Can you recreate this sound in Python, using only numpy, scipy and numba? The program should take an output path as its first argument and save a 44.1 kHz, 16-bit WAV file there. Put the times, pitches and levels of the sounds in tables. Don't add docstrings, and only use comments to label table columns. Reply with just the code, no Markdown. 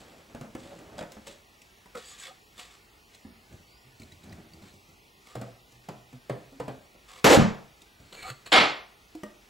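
import sys
import numpy as np
from scipy import signal
from scipy.fft import rfft, irfft, next_fast_len
from scipy.io import wavfile
from scipy.ndimage import uniform_filter1d, minimum_filter1d, map_coordinates
from numba import njit

SR = 44100
rng = np.random.default_rng(int(sys.argv[2]) if len(sys.argv) > 2 else 0)


def generate_wav(signal):
    frames = np.transpose(np.atleast_2d(signal))
    scaled = np.clip(frames, -1, 1) * 32767
    pcm = np.round(scaled).astype(np.int16)
    wavfile.write(sys.argv[1], SR, pcm)


def ratio_of_db(decibels):
    return 10 ** (np.asarray(decibels, float) / 20)


N = 418509

# (onset dB/s, release dB/s)
FINGER, DRAG, GROPE, CRASH = (980, 230), (790, 600), (110, 156), (12000, 1400)
SNAG = (5000, 880)
SING_EDGES = (2500, 700)


def unit(x):
    return x / np.sqrt(np.mean(x ** 2) + 1e-20)


def along(points, hz):
    f, v = np.transpose(points)
    return np.interp(np.log(hz + 1), np.log(f + 1), v)


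def filtered(x, response):
    n = x.shape[-1]
    m = next_fast_len(n + 8192)
    return irfft(rfft(x, m) * response(np.fft.rfftfreq(m, 1 / SR)), m)[..., :n]


def colour(x, spectrum):
    return unit(filtered(x, lambda hz: ratio_of_db(along(spectrum, hz))))


def resonance(hz, centre, width):
    return 1j * hz * width / (centre * centre - hz * hz + 1j * hz * width)


def pair(n, spectrum, alike):
    def shape(hz):
        turn = np.arccos(np.clip(along(alike, hz), -1, 1)) / 2
        return ratio_of_db(along(spectrum, hz)) * [np.cos(turn), np.sin(turn)]
    mid, side = filtered(rng.standard_normal((2, n)), shape)
    return unit(np.array([mid + side, mid - side]))


def gritty(rate, depth_db):
    knots = rng.standard_normal(int(N * rate / SR) + 4)
    swing_db = depth_db * map_coordinates(knots, [np.arange(N) * rate / SR])
    return unit(rng.standard_normal(N) * ratio_of_db(swing_db))


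# frequency in Hz, time to fall by 60 dB in seconds.
ROOM = [(60, 0.46), (200, 0.33), (600, 0.46), (3000, 0.4), (8000, 0.36), (14000, 0.19)]
# frequency in Hz, likeness from 0 to 1.
ALIKE = [(60, 1), (300, 0.85), (1400, 0.64)]


def room(x, wet_db):
    hz, t, z = signal.stft(pair(SR * 3 // 4, [(30, 0)], ALIKE), SR, nperseg=256)
    decay = ratio_of_db(-60 * t / along(ROOM, hz)[:, None])
    tail = signal.istft(z * decay, SR, nperseg=256)[1]
    tail *= 1 - np.exp(-np.arange(tail.shape[1]) / SR / 0.00099)
    tail *= ratio_of_db(wet_db) / np.linalg.norm(tail[0])
    tail[:, 0] += 1
    return signal.fftconvolve(x[None], tail, axes=1)


def add(out, s, x):
    part = out[:, round(s * SR):][:, :x.shape[1]]
    part += x[:, :part.shape[1]]


def ring(hz, t60, attack):
    t = np.arange(SR // 3) / SR
    return np.sin(2 * np.pi * hz * t) * ratio_of_db(-60 * t / t60) * (1 - np.exp(-t / attack))


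def puff(spectrum, length):
    t = np.arange(SR // 3) / SR
    noise = colour(rng.standard_normal(len(t)), spectrum)
    return noise * np.exp(-t / length) * (1 - np.exp(-t / 0.00079))


def chirp(hz):
    return ring(hz, .018, .0006)


def strokes(rows, hand):
    t, out = np.arange(N) / SR, 0
    onset, release = hand
    for s, length, swell_db, *dbs in rows:
        shape = swell_db * (np.clip((t - s) / length, 0, 1) - 1) - onset * np.maximum(s - t, 0)
        shape = shape - release * np.maximum(t - s - length, 0)
        out = out + ratio_of_db(np.c_[dbs]) * ratio_of_db(shape)
    return out


# frequency in Hz, level in dB.
CLICK = [(1500, -120), (2000, 6), (4000, -2.5), (8000, 0.5), (12000, -14), (16000, -6)]


def knocks(events, body, click_s, wet_db):
    out = np.zeros((2, N))
    for s, db, click_db, *shape in events:
        hit = body(s, click_db, *shape) + ratio_of_db(click_db) * puff(CLICK, click_s)
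        add(out, s, room(ratio_of_db(db) * hit, wet_db))
    return out


def struck(spectrum):
    cep = irfft(np.log(ratio_of_db(along(spectrum, np.fft.rfftfreq(8192, 1 / SR))) + 1e-4))
    cep[1:4096] *= 2
    cep[4097:] = 0
    pulse = irfft(np.exp(rfft(cep)))[:4096]
    return pulse / np.linalg.norm(pulse)


def blasts(blows, tone):
    out = np.zeros((2, N))
    for s, db in blows:
        add(out, s, room(ratio_of_db(db - 18) * struck(tone), wet_db=18))
    return out


def wood_on_wood(rows, hand, spectrum, peaks):
    def board(hz):
        total = 0
        for k, (centre, width, db) in enumerate(peaks):
            total = total + (-1) ** k * ratio_of_db(db) * resonance(hz, centre, width)
        return total
    hiss, tone = strokes(rows, hand)
    grit = gritty(300, depth_db=2.6)
    return hiss * colour(grit, spectrum) + tone * unit(filtered(grit, board))


# frequency in Hz, level in dB per Hz.
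HISS = [(22, -30), (36, -1.5), (50, 4), (70, -2), (181, -6), (227, -5.5), (284, -9), (397, -3.5),
        (524, -11), (843, -6.5), (942, -10.5), (2180, -9.5), (2500, -8.5), (5780, -13.5), (10400, -21),
        (15800, -24.5)]
# frequency in Hz, likeness from 0 to 1.
HISS_ALIKE = [(40, 1), (300, 0.83), (1500, 0.044)]
# frequency in Hz, level in dB rms.
WHINE = [(15680, -83)]


def hiss_and_whine():
    (hz, db), = WHINE
    narrow = [(hz - 150, -60), (hz - 60, 0), (hz + 60, 0), (hz + 150, -60)]
    return ratio_of_db(db) * pair(N, narrow, [(hz, 1)]) + ratio_of_db(-57) * pair(N, HISS, HISS_ALIKE)


# start in seconds, length in seconds, swell in dB,
# body level at the end in dB, squeak level at the end in dB.
RUB = [(0.0, 0.0088, 2.5, -50.5, -53), (.03, 0.17, 9.5, -49, -62), (.3, 0.029, -3.5, -54.5, -70.5),
       (.59, 0.04, -4, -56.5, -57.5), (.645, 0.094, 0, -48, -57.5), (.745, 0.27, 7.5, -45, -62.5),
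       (1.06, 0.082, 12, -54, -62.5), (1.272, 0.015, -2.5, -49, -46)]
# frequency in Hz, level in dB per Hz.
SKIN = [(35, -29), (60, -10), (286, -3.5), (435, -8.5), (559, -5), (776, -11.5), (1400, -18), (2110, -25.5),
        (2500, -26.5), (3250, -26), (5500, -120)]
# frequency in Hz, level in dB per Hz.
GRAIN = [(1060, -39), (1800, -3.5), (2170, -10.5), (2400, -6), (3090, -5), (3440, -3), (6130, -13),
         (7820, -7), (8710, -15.5), (15500, -30)]


def rubbing():
    body, squeak = strokes(RUB, FINGER)
    return body * colour(gritty(60, depth_db=2), SKIN) + squeak * colour(gritty(200, depth_db=3), GRAIN)


# start in seconds, peak in dB, click in dB, low tone in dB, pitch in Hz.
TAPS = [(0.348, -27.5, -17.5, -31, 250), (0.411, -28, -15.5, -17, 230), (.443, -36.5, -25, -16, 210),
        (0.55, -26.5, -15.5, -44, 250), (0.656, -36.5, -23, -12, 556), (0.789, -39, -10, -10, 190),
        (1.011, -28.5, -26.5, -24, 561), (1.119, -41.5, 1.5, -22, 700), (1.167, -32.5, -24, -35, 212),
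        (1.27, -35, -4, -31, 567)]


def tap(s, click_db, low_db, hz):
    skin = .5 * ring(hz, 0.085, 0.002) + .2 * ring(2.1 * hz, 0.038, 0.0013)
    air = ratio_of_db(low_db + 6.5) * ring(154, 0.052, 0.0013)
    return skin + air + ratio_of_db(-9.0) * puff(SKIN, 0.014)


# start in seconds, length in seconds, swell in dB,
# level in dB, pitch in Hz.
SINGS = [(2.31, .015, -4, -60, 750), (1.954, .028, -9, -50, 1260), (2.05, .1, -1, -64, 3450),
         (2.05, .07, -6, -61, 4650), (2.055, .075, 5, -54, 6900), (2.057, .05, 0, -53, 7900),
         (2.19, .04, -2, -54, 6900), (2.2, .04, -2, -53, 7900), (2.216, .055, 9, -53, 3450),
         (2.215, .07, 0, -57, 1610), (2.255, .015, 1, -52, 2200), (2.25, .053, 6, -55, 1220),
         (2.257, .035, 0, -56, 545), (2.115, .03, 0, -61, 1180), (1.955, .03, -6, -54, 1410),
         (1.953, .04, -8, -49, 495), (4.65, .065, 4, -67, 4150), (8.13, .07, 0, -61, 393),
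         (8.172, .045, -1, -51, 2310), (8.222, .033, 8, -47, 2260), (8.229, .045, 0, -46, 760),
         (8.245, .025, -1, -49, 1230), (8.28, .02, -2, -47, 520), (8.28, .025, 4, -45, 1370),
         (8.278, .028, 5, -45, 1170), (8.222, .073, 1, -55, 4250), (8.16, .05, 2, -60, 6700),
         (8.29, .015, 3, -49, 2650), (8.462, .012, 0, -51, 1150), (8.462, .012, 0, -51, 4300),
         (8.462, .006, 0, -54, 300), (8.31, .02, -2, -48, 127), (.7, .055, 2, -53, 570),
         (3.85, .11, 3, -58, 130), (5.315, .025, 0, -58, 1190), (6.13, .045, -3, -55, 250),
         (6.525, .05, -4, -55, 270)]


def singing():
    out = np.zeros((1, N))
    for s, length, swell_db, db, hz in SINGS:
        start = round((s - .05) * SR)
        noise, width = rng.standard_normal(SR // 2), hz / 32
        tone = unit(filtered(noise, lambda f: resonance(f, hz, width)))
        tone = unit(tone + 1.1 * np.sin(2 * np.pi * hz * np.arange(len(tone)) / SR))
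        here = slice(start, start + len(tone))
        out[0, here] += strokes([(s, length, swell_db, db)], SING_EDGES)[0, here] * tone
    return out[0]


# start in seconds, length in seconds, swell in dB,
# body level in dB, squeak level in dB.
WEDGE = [(.98, 0.03, -2, -40, -47), (1.011, 0.026, -1, -37, -53)]
# frequency in Hz, level in dB per Hz.
WEDGED = [(47, -42.5), (80, -17), (363, -9), (419, -13), (610, 1.5), (1050, -18), (1390, -12.5),
          (2500, -22.5), (3250, -34), (5500, -120)]


def wedging():
    body, squeak = strokes(WEDGE, SNAG)
    skin = body * colour(gritty(100, depth_db=-2.5), WEDGED)
    return skin + squeak * colour(gritty(300, depth_db=5.5), GRAIN)


# start in seconds, peak in dB, click in dB, pitch in Hz, click pitch in Hz.
TICKS = [(1.617, -57.5, 10, 670, 2760), (1.858, -49.5, -4.5, 980, 1970), (1.952, -41.5, -2.5, 500, 2080),
         (1.973, -44.5, -13, 460, 3480), (2.579, -48.5, 1, 1190, 3600), (3.148, -59.5, 11, 766, 4160),
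         (5.27, -56, 6.5, 1190, 2160), (7.818, -52, 5.5, 384, 3740), (8.122, -47.5, -41, 398, 4100)]
# frequency in Hz, level in dB per Hz.
KNOCK = [(88, -41.5), (150, -2.5), (266, 0.5), (378, -5.5), (530, -1.5), (753, -9), (1030, -8.5),
         (1640, -18), (5000, -31), (6500, -105), (11000, -120)]


def tick(s, click_db, hz, click_hz):
    bending = 0.67 * ring(hz, 0.076, 0.00041) + 0.45 * ring(2.6 * hz, 0.018, 0.00042)
    body = bending + ratio_of_db(-4.5) * puff(KNOCK, 0.02)
    return body + ratio_of_db(-33) * ring(206, 0.13, .001) + ratio_of_db(click_db + 5.0) * chirp(click_hz)


# start in seconds, length in seconds, swell in dB, hiss in dB, board tone in dB.
SLIDE = [(1.975, 0.017, -7, -49.5, -52.5), (2.0, 0.032, 3, -52, -65), (2.045, 0.084, 0, -51.5, -62.5),
         (2.14, 0.033, 2, -52, -66), (2.19, 0.068, 7, -42, -52), (2.28, 0.013, -5, -52, -59),
         (2.56, 0.037, 13, -51.5, -61), (2.6, 0.082, -15.5, -58, -64.5), (2.71, 0.045, -3, -58.5, -61.5),
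         (3.13, 0.018, 13, -53, -61), (3.18, 0.045, 4, -72, -73), (4.64, 0.052, 0, -58, -62.5),
         (5.26, 0.071, 4.5, -55.5, -58), (7.09, 0.1, 6, -48.5, -49)]
# frequency in Hz, width in Hz, level in dB.
PLANK = [(511, 31, -2.5), (726, 26, -2), (1148, 220, -3.5), (1384, 64, -10.5), (2190, 70, -7.5)]


def sliding():
    return wood_on_wood(SLIDE, DRAG, GRAIN, PLANK)


# start in seconds, peak in dB, click in dB, pitch in Hz.
BUMPS = [(3.248, -39.5, -38, 223), (3.526, -42.5, -13, 137), (3.869, -56, -8, 130), (4.0, -42, -10, 143),
         (4.018, -41.5, -11, 217), (4.122, -47.5, -7.5, 90), (4.238, -40, -12.5, 190),
         (4.326, -40, -11, 110), (4.535, -58, 3.5, 179), (4.621, -44.5, -11.5, 207), (4.738, -48, -9, 200),
         (4.888, -48.5, -10, 147), (8.001, -46.5, -13.5, 116), (8.317, -53.5, -11.5, 127)]
# frequency in Hz, level in dB per Hz.
FRAME = [(24, -48.5), (40, -23), (81, -4.5), (204, -3.5), (259, -6.5), (397, -9.5), (440, -19), (569, -13),
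         (1090, -25), (2400, -30), (3120, -46), (5280, -120)]


def bump(s, click_db, hz):
    return 0.87 * ring(hz, 0.09, 0.0016) + ratio_of_db(-5) * ring(85, 0.15, 0.006) + ratio_of_db(-6.5) * puff(FRAME, 0.021)


# start in seconds, length in seconds, swell in dB, rumble in dB.
FUMBLE = [(3.43, 0.12, 16, -50.5), (4.0, 0.377, 27, -47.5), (4.46, 0.18, 13.5, -48)]


def fumbling():
    return strokes(FUMBLE, GROPE)[0] * colour(gritty(25, depth_db=3), FRAME)


# time in seconds, pitch in Hz, level in dB.
SQUEAK = [(3.64, 4400, -78), (3.68, 4480, -61), (3.77, 4850, -58.5), (3.81, 5200, -70)]


def post_squeak():
    t = np.arange(N) / SR
    s, hz, db = np.transpose(SQUEAK)
    level = ratio_of_db(np.interp(t, s, db, -140, -140))
    return level * np.sin(2 * np.pi * np.cumsum(np.interp(t, s, hz)) / SR)


# start in seconds, peak in dB, pitch in Hz.
RIMS = [(3.998, -43, 4340), (4.019, -41, 2240), (4.02, -49, 4050), (4.033, -43, 4180), (4.117, -47, 1940),
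        (4.121, -41.5, 3920), (4.233, -48, 3900), (4.294, -49, 4900), (4.323, -44, 4020),
        (4.327, -41.5, 1930), (4.535, -42.5, 4600), (4.625, -51, 4200), (4.888, -60, 2390),
        (8.127, -40.5, 2980), (8.126, -40, 3910), (8.227, -38, 4150)]


def rim_chirps():
    out = np.zeros((1, N))
    for s, db, hz in RIMS:
        add(out, s, ratio_of_db(db) * (ring(hz, 0.02, 0.00059) + 0.47 * puff(CLICK, 0.002))[None])
    return out[0]


# frequency in Hz, level in dB, time to fall by 60 dB in seconds.
BOARD = [(250, -4, 0.045), (298, -9, 0.094), (511, 4, 0.047), (600, 5.5, 0.029), (676, -2.5, 0.074),
         (790, -12, .05), (1057, -5.5, 0.028), (1190, -7, 0.027), (1360, -9.5, 0.03), (1760, -12, 0.025),
         (2280, -20, 0.018)]


def wood(scale, board_db):
    luck = rng.normal(0, 2.5, size=len(BOARD))
    return sum(ratio_of_db(board_db + db + d) * ring(hz * scale, t60, 0.0015) for (hz, db, t60), d in zip(BOARD, luck))


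# start in seconds, peak in dB, click in dB, hum in dB,
# time for the hum to fall by 60 dB in seconds, time for it to swing up in seconds.
SLIPS = [(5.353, -18.5, -23.5, -28.5, 0.32, .004), (5.413, -19.5, -22.5, -26, 0.16, .008),
         (5.721, -43.5, -7.5, -17.5, 0.3, .03), (5.886, -19, -22.5, -27.5, 0.33, .012),
         (6.128, -36.5, -17, -9, 0.13, 0.023), (6.296, -13, -28.5, -13, 0.12, 0.077),
         (6.523, -38.5, -20.5, -27, .2, .02), (6.599, -16.5, -26, -17.5, 0.26, .05),
         (6.68, -16, -28.5, -17.5, 0.14, 0.064), (6.947, -39.5, -41.5, -43, 0.22, .02)]


def slip(s, click_db, low_db, t60, swing_s):
    hz = 120 + 12 * (s - SLIPS[0][0])
    hum = ring(hz, t60, swing_s) + 0.18 * ring(1.06 * hz, t60, 0.024)
    hum = np.roll(hum, shift=200)
    return np.roll(wood(1, board_db=-18), shift=90) + ratio_of_db(-15.5) * puff(KNOCK, 0.018) + ratio_of_db(low_db + 11.5) * hum


# start in seconds, level in dB.
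BURST = [
    (7.2428, 4),
    (7.2438, 29.5),
]
# frequency in Hz, level in dB per Hz.
BURST_TONE = [(24, -51.5), (40, -23.5), (230, -9), (268, -14.5), (344, -10), (431, -3), (553, -6),
              (1030, -10), (1750, -13), (7650, -25.5), (8890, -36), (11400, -28.5), (15800, -40)]


def burst():
    return blasts(BURST, BURST_TONE)


# start in seconds, level in dB.
JOLTS = [
    (7.247, -20),
    (7.381, -3),
]


def jolts():
    out = np.zeros((2, N))
    for s, db in JOLTS:
        add(out[:1], s, -ratio_of_db(db) * ring(55, 0.022, 0.0023)[None])
    return out


# start in seconds, length in seconds, swell in dB, hiss in dB, rattle in dB.
FALL = [(7.248, 0.104, 0.0014, -20.5, -10.5), (7.3, 0.071, 0, -30, -23.5)]
# frequency in Hz, level in dB per Hz.
RATTLE = [(170, -40), (240, 3), (290, 10), (345, 4.5), (420, -11), (500, 7), (620, 1.5), (800, -0.5),
          (950, -5.5), (1200, -45)]


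def falling():
    hiss, rattle = strokes(FALL, CRASH)
    return hiss * pair(N, GRAIN, ALIKE) + rattle * pair(N, RATTLE, ALIKE)


# start in seconds, level in dB, crack in dB.
LANDING = [
    (7.373, 0, -11),
    (7.386, -2, -19.5),
    (7.421, -5, -20),
    (8.587, -16.5, -43.5),
]
# frequency in Hz, level in dB per Hz.
LANDING_TONE = [(40, -43), (300, 3.5), (1400, -30), (8000, -33), (16000, -44)]
# frequency in Hz, level in dB, time to fall by 60 dB in seconds.
RIG = [(55, -13, .06), (114, -3.5, 0.075), (140.8, -3, 0.17), (182, 0.5, 0.15), (212.2, -0.5, 0.16),
       (280, -6, 0.07)]


def landing():
    out = np.zeros((2, N))
    for s, db, crack_db in LANDING:
        boom = sum(ratio_of_db(level - 10.0) * ring(hz, t60, 0.0025) for hz, level, t60 in RIG)
        shake = room(ratio_of_db(db) * (boom + ratio_of_db(crack_db) * puff(LANDING_TONE, 0.01)), wet_db=-9)
        add(out[:1], s + 0.00087, 1.16 * shake[:1])
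        add(out[1:], s, shake[1:])
    return out


# start in seconds, length in seconds, swell in dB, hiss in dB, board tone in dB.
LIFT = [(8.03, 0.12, 11, -56, -74), (8.128, 0.095, 5, -45, -54), (8.228, 0.05, 5.5, -41.5, -50),
        (8.28, .025, 6, -39, -50), (8.461, 0.015, 1.5, -40, -55)]
# frequency in Hz, level in dB per Hz.
POSTS = [(700, -12.5), (1800, -12), (2250, -12.5), (2700, -13), (3630, -15.5), (4400, -8), (5030, -33),
         (6300, -23), (7000, -16.5), (8030, -16.5), (8710, -22), (9280, -28), (15500, -33.5)]
# frequency in Hz, width in Hz, level in dB.
HOLES = [(493, 44, 1), (763, 36, 3.5), (1350, 43, -0.5), (2260, 80, -7), (2710, 30, -13)]


def lifting():
    return wood_on_wood(LIFT, SNAG, POSTS, HOLES)


# start in seconds, level in dB.
BLOCK = [(8.519, 7.8), (8.5205, 14.7), (8.527, 18), (8.538, 11.4), (8.549, 11.5), (8.571, 11), (8.577, 7.9),
         (8.596, 5.5), (8.612, 1.7)]
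# frequency in Hz, level in dB per Hz.
BLOCK_TONE = [(29, -75.5), (50, -48.5), (128, -17), (290, -6.5), (352, -7.5), (597, -3), (1390, -4),
              (1600, -6.5), (2140, -3), (4300, -7.5), (5600, -18.5), (7490, -18.5), (9000, -30),
              (11800, -47), (12700, -68.5), (15800, -61)]
# frequency in Hz, level in dB, time to fall by 60 dB in seconds.
BLOCK_MODES = [(307, -5.5, .1), (488, -7, 0.1), (762, -3, 0.075), (1207, -6.5, 0.074), (1722, -6.5, .1),
               (1864, -6.5, .1), (2143, -2, 0.18), (2530, -8, 0.12), (3178, -4.5, 0.13), (3420, -1.5, 0.17),
               (3780, -10, .08), (4340, -7, 0.088)]
# start in seconds, level in dB, pitch in Hz,
# time to fall by 60 dB in seconds.
FACES = [(8.527, -3, 3200, 0.018), (8.528, -6.5, 2300, 0.018), (8.546, -8.5, 760, 0.054),
         (8.538, -9, 3000, .02), (8.575, -9, 1300, 0.035)]
# start in seconds, length in seconds, swell in dB, level in dB.
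TUMBLE = [(8.53, 0.1, -1, -30)]
# frequency in Hz, level in dB per Hz.
NAILS = [(1500, -58), (2200, 3.5), (3000, 21.5), (4200, 15.5), (5200, -10), (8000, -32), (11800, -5),
         (12300, -59)]


def block_fall():
    out = blasts(BLOCK, BLOCK_TONE)
    for s, db in BLOCK[2:]:
        bell = sum(ratio_of_db(level + rng.normal(0, 4.3)) * ring(hz, t60, 0.00059) for hz, level, t60 in BLOCK_MODES)
        add(out, s, room(ratio_of_db(db - 39) * bell, wet_db=-3))
    snap = puff(CLICK[:4] + [(11800, -16.5), (12300, -20)], 0.0045)
    add(out, BLOCK[2][0], room(ratio_of_db(-11.0) * snap, wet_db=-1.5))
    for s, db, hz, t60 in FACES:
        add(out, s, room(ratio_of_db(db) * ring(hz, t60, 0.00044), wet_db=-7))
    return out + strokes(TUMBLE, CRASH) * pair(N, NAILS, ALIKE)


# frequency in Hz, level in dB, time to fall by 60 dB in seconds.
SETDOWN = [
    (9.1505, -34.5, -13.5, [(318, 0, .13), (690, -9, 0.086), (950, -12, 0.045), (477, -11.5, 0.058), (1400, -13, .012)]),
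    (9.2335, -31.5, -8.5, [(215, -6.5, 0.17), (290, -2, 0.081), (347, -1.5, .07), (600, -3, 0.11), (1200, -4, .04), (1875, -10, 0.081), (2950, -9, .02), (480, -7, 0.086), (900, -4.5, 0.032), (1500, -10, 0.021), (2310, -15, 0.023)]),
]


def set_down(s, click_db, modes):
    return sum(ratio_of_db(db) * ring(hz, t60, .0008) for hz, db, t60 in modes)


def scene():
    out = hiss_and_whine()
    out += knocks(TAPS, tap, click_s=0.0039, wet_db=-3.5)
    out += knocks(TICKS, tick, click_s=0.0057, wet_db=-11.0)
    out += knocks(BUMPS, bump, click_s=0.0078, wet_db=-3.0)
    out += knocks(SLIPS, slip, click_s=0.0051, wet_db=-5)
    friction = rubbing() + wedging() + sliding() + fumbling() + post_squeak() + lifting()
    out += ratio_of_db(-3.5) * room(friction, wet_db=-9.0)[:, :N]
    out += room(singing() + rim_chirps(), wet_db=-14.0)[:, :N]
    out += burst() + jolts() + falling() + landing() + block_fall()
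    return out + knocks(SETDOWN, set_down, click_s=0.0053, wet_db=-8)


@njit
def follow(size, fall):
    out, level = np.empty_like(size), 0.0
    for i in range(len(size)):
        level = max(size[i], level * fall)
        out[i] = level
    return out


def gain_control(x, top_db, release_db_s, slope):
    level = follow(np.abs(x).max(axis=0), float(ratio_of_db(-release_db_s / SR)))
    need = np.maximum(level / ratio_of_db(top_db), 1) ** -np.clip(slope, 0, 1)
    return x * uniform_filter1d(minimum_filter1d(need, size=161), size=81)


# frequency in Hz, lead in radians.
PORTS = [(0, 0.1), (260, -0.036), (860, -0.93), (1810, -0.62), (2500, -0.79), (16500, 0.5)]


def two_ports(x):
    def response(hz):
        return ratio_of_db([[-.2], [.2]]) * np.exp(.5j * along(PORTS, hz) * [[1], [-1]])
    return filtered(x, response)


# frequency in Hz, threshold in dB against the band's usual level.
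DROP = [(1000, -40), (1200, -5), (1400, -3), (1620, -.8), (1950, -4.2), (2250, -2.3), (2700, -3.6),
        (4950, -3), (5120, -1), (5300, -2.8), (6000, -2.2), (6250, -1), (6500, -2.8), (8400, -2.6),
        (9000, -6)]
# frequency in Hz, threshold in dB against the middle.
MASKED = [(4800, -60), (5800, -17), (6300, -13), (8500, -18), (9000, -60)]


def thin_bands(x):
    hz, _, z = signal.stft(x, SR, nperseg=1024)
    band = uniform_filter1d(uniform_filter1d(np.abs(z) ** 2, size=3, axis=0), size=9, axis=1)
    band = band[np.minimum(np.arange(len(hz)) // 3 * 3 + 1, len(hz) - 1), :-8]
    weak = band < ratio_of_db(2 * along(DROP, hz))[:, None] * np.median(band, axis=1, keepdims=True)
    presence = band[(hz > 1500) & (hz < 4000)].mean(axis=0)
    luck, (row, frame) = rng.standard_normal(band.shape), np.indices(band.shape)
    weak |= band < ratio_of_db(2 * along(MASKED, hz)[:, None] + 7 * luck[row // 4, frame // 9]) * presence
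    loud = presence > ratio_of_db(2 * 34) * np.median(presence)
    top = (hz > 12100)[:, None] & (band < ratio_of_db(2 * -30) * presence)
    unlucky = luck[row // 24 + 200, frame // 4] < .1
    weak |= top & loud & np.roll(loud, shift=3) & unlucky
    z[:, :-8] *= np.where(weak, .045, 1)
    return signal.istft(z, SR, nperseg=1024)[1][:N]


def band_limit(x):
    return signal.sosfilt(signal.butter(12, 16850, fs=SR, output="sos"), x)


def record(dry):
    loud = gain_control(dry, top_db=-4.0, release_db_s=253.0, slope=0.98)
    left, right = two_ports(loud)
    gap = lambda hz: (1 - 1.1 * np.exp(-((hz - 8650) / 130) ** 4)) * (hz < 15830)
    mid = filtered((left + right) / 2, gap)
    side = filtered((left - right) / 2, lambda hz: np.where(hz < 2600, 1, .09))
    return band_limit(thin_bands(mid) + [side, -side])


dry = scene()
out = record(dry)
generate_wav(out)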